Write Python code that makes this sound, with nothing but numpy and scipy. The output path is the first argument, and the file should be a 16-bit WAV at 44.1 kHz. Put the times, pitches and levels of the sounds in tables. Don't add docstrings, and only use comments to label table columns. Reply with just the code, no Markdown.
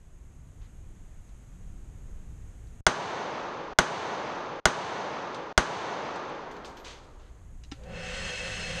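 import sys
import numpy as np
from scipy import signal
from scipy.fft import rfft, irfft
from scipy.io import wavfile
from scipy.ndimage import uniform_filter1d

SR = 44100
rng = np.random.default_rng(int(sys.argv[2]) if len(sys.argv) > 2 else 0)


def voltage_ratio(level):
    return 10 ** (np.asarray(level, float) / 20)


def to_wav(sig):
    pcm = np.clip(np.atleast_2d(sig), -1, 1) * 32767
    pcm = np.round(pcm).astype(np.int16)
    wavfile.write(sys.argv[1], SR, pcm.T)


N = 388080
T = np.arange(N) / SR

# frequency in Hz, level in dB per Hz.
AIR_COLOUR = [(11, -21), (18, 1.5), (66, -8.5), (137, -18.5), (247, -28), (470, -37), (830, -43.5),
              (2000, -48.5), (3300, -54), (4500, -59), (7500, -50.5), (10000, -59.5), (12500, -59),
              (13500, -104)]
# time in seconds, level in dB.
DRAUGHT = [(0, -3), (.7, -1), (1.4, -2.5), (2.1, 0.5), (2.8, -1.5), (6.5, -4.5), (7.2, -3), (8.0, -1.5),
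           (8.8, 0)]
HISS_DB = 0.25

# start in seconds, hold in seconds, level in dB, colour in Hz, dying in dB per second.
SCRAPES = [
    (0.616, 0.043, -68, 1900, 500),
    (6.847, 0.063, -46.5, 3300, 188),
    (7.198, 0.061, -68.5, 1500, 99.5),
]
SCRAPE_RISE_DB_S = 2500
SCRAPE_ROOM_DB, SCRAPE_ROOM_DB_S = -11, 54.5

# time in seconds, peak in dB, colour
# in Hz, low part in dB, time to die by 60 dB in seconds.
KNOCKS = [(1.29, -54.5, 6600, -14, 0.028), (2.6714, -51.5, 6660, -15, 0.022),
          (5.1092, -49, 2730, -12.5, 0.032), (5.3453, -37.5, 2940, -3, 0.066),
          (6.1584, -39, 3680, -7, 0.035), (6.2944, -51, 2620, 5, 0.031), (6.5126, -46, 5850, -6, 0.081),
          (6.5655, -47, 3040, -6, 0.039), (6.6472, -38, 3200, -5, 0.05), (6.6554, -40.5, 6300, -21, 0.18),
          (6.7703, -46.5, 2920, 0, 0.11), (6.7994, -50.5, 2710, -2, 0.032), (6.847, -43, 3450, -8, 0.05),
          (7.637, -45, 5880, -20.5, 0.045), (7.6488, -56, 4010, -18, 0.039),
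          (7.7142, -43, 2830, -16, 0.042), (7.7191, -45.5, 2770, 10.5, 0.041),
          (7.8354, -48.5, 3020, -11, 0.038)]

# time in seconds, peak in dB, low thump in dB.
SHOTS = [
    (2.867, -12, -25.5),
    (3.788, -11.5, -28),
    (4.656, -12, -24.5),
    (5.578, -12, -18.5),
]
# frequency in Hz, level in dB per Hz.
CRACK_COLOUR = [(880, -31), (1500, -7), (2730, -0.5), (5360, 2), (6650, 3), (8670, -6.5), (10400, -24),
                (12100, -24.5), (15600, -46.5)]
# frequency in Hz, level in dB per Hz.
BOOTH_COLOUR = [(88, -25), (150, 5), (650, 0), (1480, 6), (2530, -9.5), (3210, -6.5), (4710, -11.5),
                (5160, -11), (6430, -10.5), (7590, -23.5), (8320, -20), (10400, -34.5), (12000, -38),
                (15600, -67.5), (22000, -120)]
# frequency in Hz, level in dB, time to die by 60 dB in seconds.
PANELS = [(353, -8, 0.039), (640, -8, 0.042), (1040, -3.5, 0.022), (1448, 4, 0.018), (2054, -9.5, 0.038),
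          (2970, -8, 0.018)]
# frequency in Hz, level in dB per Hz.
HALL_COLOUR = [(24, -78), (40, -36.5), (62, -12), (81, -11.5), (162, -8.5), (202, -13.5), (251, -12),
               (453, -4.5), (654, -4.5), (945, -3), (2120, -15.5), (6240, -23), (8790, -36.5),
               (14000, -80.5)]
# frequency in Hz, time to die by 60 dB in seconds.
HALL_T60 = [(60, 0.86), (250, 1.92), (700, 1.544), (1500, 1.573), (3000, 1.393), (6000, 1.27), (8000, 0.77),
            (10500, 1.6), (13000, 0.3)]
SAME = 0.96

DIVE_S = [
    2.808,
    3.7355,
    4.6005,
    5.528,
]
START_DB, DEPTH_DB, SPRING_DB = -4.5, -44, -3.5
RECOVER_S = 0.78

# start in seconds, level in dB, length in seconds.
BRASS_RINGS = [
    (6.507, -75, .12),
    (6.643, -72, 0.1),
    (6.762, -67, .25),
]

# time in seconds, level in dB.
TOGGLE = [
    (7.637, -51),
    (7.648, -54),
    (7.716, -41.5),
]
# frequency in Hz, level in dB, time to die by 60 dB in seconds.
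SWITCH_PLATE = [(286, 0.5, 0.058), (795, -15, 0.077), (1350, -15, 0.08), (2780, -11, .04),
                (4960, -11, 0.023)]

# frequency in Hz, width in Hz, level in dB.
HUM = [(109.7, 4, -7), (171.4, 12, -1), (199, 25, -5.5), (414, 12, -13.5), (509, 22.5, -0.5),
       (537, 19, -2.5), (620, 15, -11.5), (707, 16, -15), (753, 11, -10), (955, 38, -29)]
# frequency in Hz, width in Hz, level in dB.
WHIRR = [(1513, 42, -6), (1824, 48, -4.5), (2004, 31, -6.5), (2205, 44, -5.5), (2626, 38, 1),
         (3226, 77, -5), (3760, 110, -10), (4215, 85, -2.5), (5300, 78, -6), (5910, 90, -12),
         (6430, 70, -9), (7640, 83, -11), (8400, 70, -19), (9800, 60, -17)]
# frequency in Hz, level in dB per Hz.
RATTLE_COLOUR = [(350, -39), (600, -22), (1100, -12), (1820, -1.5), (2390, -8.5), (2630, 1.5),
                 (3950, -13.5), (4160, -13.5), (4880, -8.5), (6350, -13.5), (9060, -18), (14000, -64)]
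MOTOR_ON_S, RUN_UP_S = 7.75, 0.2
HUM_DB, HUM_SLOPE_DB, HUM_WOBBLE_DB = -42.5, 16, 0.8
WHIRR_DB, WHIRR_SLOPE_DB, WHIRR_BRIGHT = -37, 90, 0.39
JOLT_DB, JOLT_T60_S = -56.5, 0.25


def level(x, db):
    return x * voltage_ratio(db) / np.sqrt(np.mean(x ** 2))


def read(table, hz):
    table_hz, value = np.transpose(table)
    return np.interp(np.log(hz + 1), np.log(table_hz), value)


def tint(x, table):
    size = x.shape[-1]
    gain = voltage_ratio(read(table, np.fft.rfftfreq(size, 1 / SR)))
    return level(irfft(rfft(x) * gain, size), 0)


def ring(x, hz, width_hz):
    return signal.lfilter(*signal.iirpeak(hz, hz / width_hz, fs=SR), x)


def dull(x, hz):
    return signal.sosfilt(signal.butter(4, hz, fs=SR, output="sos"), x)


def bands(x, top=16.0):
    size = x.shape[-1]
    spectrum = rfft(x)
    octaves = np.log2(np.fft.rfftfreq(size, 1 / SR) + 1)
    for octave in np.arange(4, top, 0.5):
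        share = np.clip(1 - 2 * abs(octaves - octave), 0, 1)
        yield 2 ** octave, irfft(spectrum * share, size)


def walk(rate):
    k = int(SR / rate)
    steps = np.repeat(rng.standard_normal(N // k + 1), k)
    return 1.3 * uniform_filter1d(uniform_filter1d(steps, k), k)[:N]


def fade(t, t60):
    return (t >= 0) * np.exp(-np.log(1000) * np.maximum(t, 0) / t60)


def tones(table, t):
    return sum(voltage_ratio(db) * np.sin(2 * np.pi * hz * t) * fade(t, t60) for hz, db, t60 in table)


def add(out, s, x):
    i = int(s * SR)
    out[i:i + len(x)] += x[:N - i]


def leveller_db():
    db = START_DB * np.exp(-T / 1.0)
    for dive_s, (s, _, _) in zip(DIVE_S, SHOTS):
        since = np.maximum(T - s - 0.006, 0)
        dive_db = DEPTH_DB * np.exp(-since / RECOVER_S) + SPRING_DB * np.exp(-since / 0.0061)
        db = np.where(T >= dive_s, dive_db, db)
    return uniform_filter1d(db, int(0.0023 * SR))


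def air():
    s, rumble_db = np.transpose(DRAUGHT)
    whole = tint(rng.standard_normal(N), AIR_COLOUR)
    gust = walk(5)
    whole = whole + voltage_ratio(4.5) * ring(whole, 6620, 250)
    rumble, hiss = 0, whole
    for hz, band in bands(whole, top=9.1):
        hiss = hiss - band
        buffet_db = np.clip(150 / hz, 0, 1) * (0.64 * gust + 2.0 * walk(10))
        rumble = rumble + band * voltage_ratio(buffet_db)
    moving_air = rumble * voltage_ratio(np.interp(T, s, rumble_db)) + hiss * voltage_ratio(HISS_DB)
    mains = voltage_ratio(-48.5 + 2.7 * walk(3.2)) * np.sin(2 * np.pi * 59.5 * T)
    return voltage_ratio(-39.5) * moving_air + mains


def scrapes():
    out = np.zeros(N)
    grit = rng.standard_normal(N) * voltage_ratio(1.8 * rng.exponential(size=N) + 1.0 * walk(90))
    for s, hold, db, hz, dying in SCRAPES:
        after = np.maximum(T - s - hold, 0)
        rub_db = db - SCRAPE_RISE_DB_S * np.maximum(s - T, 0) - dying * after
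        room_db = db + SCRAPE_ROOM_DB - SCRAPE_ROOM_DB_S * after
        out += level(ring(grit, hz, 1.6 * hz), 0) * (voltage_ratio(rub_db) + (T > s) * voltage_ratio(room_db))
    return dull(out, 6270)


def knocks():
    out, t = np.zeros(N), T[:SR // 4]
    for s, db, hz, low_db, t60 in KNOCKS:
        a, b = rng.standard_normal((2, len(t)))
        bright = level(ring(ring(a, hz, 2.2 * hz), hz, 2.2 * hz), 0)
        low = level(ring(b, 2500, 6000), low_db)
        dying = fade(t, max(t60, 0.005)) + voltage_ratio(-13.0) * fade(t, 6 * t60)
        add(out, s, voltage_ratio(db - 5) * (bright + low) * dying)
    return dull(out, 6270)


def shots():
    out, t = np.zeros(N), T[:2 * SR]
    alike = np.sqrt(SAME) * rng.standard_normal(len(t))
    noise = alike + np.sqrt(1 - SAME) * rng.standard_normal((len(SHOTS), len(t)))

    echo = voltage_ratio(-6.5) * fade(t - 0.0058, 0.0044)
    crack = tint(noise[:, ::-1], CRACK_COLOUR) * (np.minimum(1, 3 * fade(t, 0.0095)) + echo)

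    booth_fade = np.minimum(1, 1.6 * fade(t, 0.031)) + voltage_ratio(-14.5) * fade(t, 0.17)
    booth = voltage_ratio(-7) * tint(noise, BOOTH_COLOUR) * booth_fade + voltage_ratio(-1.5) * tones(PANELS, t)
    booth = booth * (1 - np.exp(-t / 0.00064))

    hall = 0
    for hz, band in bands(tint(noise, HALL_COLOUR)):
        t60 = read(HALL_T60, hz)
        hall = hall + band * (fade(t, t60) + voltage_ratio(-33.5) * fade(t, 1.13 * t60))
    hall = hall * (1 - np.exp(-t / 0.0083))

    thump = np.sin(2 * np.pi * 70 * t * np.exp(-t / 0.07)) * fade(t, 0.044)
    for k, (s, db, low_db) in enumerate(SHOTS):
        bang = voltage_ratio(4.5) * crack[k] + voltage_ratio(10.5) * booth[k] + voltage_ratio(-24.5) * hall[k]
        bang = voltage_ratio(db - DEPTH_DB) * bang + voltage_ratio(low_db + 12.5 - DEPTH_DB) * thump
        add(out, s - 0.001, bang)
    return out


def brass_rings():
    loudness = np.zeros(N)
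    for s, db, length in BRASS_RINGS:
        rise = np.clip((T - s) / 0.004, 0, 1)
        stop = np.clip((s + length - T) / 0.03, 0, 1)
        loudness += voltage_ratio(db) * rise * stop * fade(T - s, 0.6)
    return loudness * level(ring(ring(rng.standard_normal(N), 12700, 300), 12700, 300), 0)


def wall_switch():
    out, t = np.zeros(N), T[:SR // 4]
    snap = sum(np.sin(2 * np.pi * hz * t) for hz in (2890, 3980, 5140, 5800)) * fade(t, 0.023)
    for s, db in TOGGLE:
        add(out, s, voltage_ratio(db) * snap)
    add(out, 7.7195, voltage_ratio(-31.0) * tones(SWITCH_PLATE, t))
    return dull(out, 6270)


def motor():
    on = slice(int(7.4 * SR), N)
    t = T[on] - MOTOR_ON_S
    speed = np.log10(np.tanh(np.maximum(t, 1e-6) / RUN_UP_S))

    def whirr_gain(hz):
        run_up_db = WHIRR_DB + WHIRR_SLOPE_DB * (hz / 2500) ** WHIRR_BRIGHT * speed
        return voltage_ratio(run_up_db) + voltage_ratio(JOLT_DB) * fade(t + 0.036, JOLT_T60_S)

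    smooth, rough = rng.standard_normal((2, len(t)))
    rattle = rough * voltage_ratio(1.5 * rng.exponential(size=len(t)) + 0.76 * walk(45)[on])

    hum = sum(voltage_ratio(db) * level(ring(ring(smooth, hz, w), hz, 2 * w), 0) for hz, w, db in HUM)
    hum = level(hum, 0) + level(ring(rattle, 420, 650), -9.5)
    hum_db = HUM_DB + HUM_SLOPE_DB * speed + HUM_WOBBLE_DB * walk(14)[on]

    whirr = sum(voltage_ratio(db) * level(ring(ring(smooth, hz, w), hz, w), 0) for hz, w, db in WHIRR)
    whirr = level(whirr, -3.5) + voltage_ratio(-2) * tint(rattle, RATTLE_COLOUR)
    whirr = sum(band * whirr_gain(hz) for hz, band in bands(whirr))

    brushes = voltage_ratio(-30.5) * whirr_gain(4000) * rng.standard_normal(len(t))
    out = np.zeros(N)
    out[on] = dull(dull(hum * voltage_ratio(hum_db) * (t > 0) + whirr, 9600), 9600) + brushes
    return out


def scene():
    as_heard = scrapes() + knocks() + brass_rings() + wall_switch() + motor()
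    return (air() + shots() + as_heard / voltage_ratio(leveller_db()))[None]


def roll_off(x):
    return signal.sosfilt(signal.butter(12, 15750, fs=SR, output="sos"), x)


def record(dry):
    x = dry - 0.4 * ring(dry, 5430, 1900)
    x = x + voltage_ratio(-4.5) * ring(x, 6210, 380)
    x = x * voltage_ratio(leveller_db())
    x = 0.58 * np.tanh(x / 0.58)
    x = dull(dull(dull(x, 12500), 14300), 14300)
    x = signal.sosfilt(signal.butter(1, 25, "high", fs=SR, output="sos"), x)
    return roll_off(x)


dry = scene()
out = record(dry)
to_wav(out)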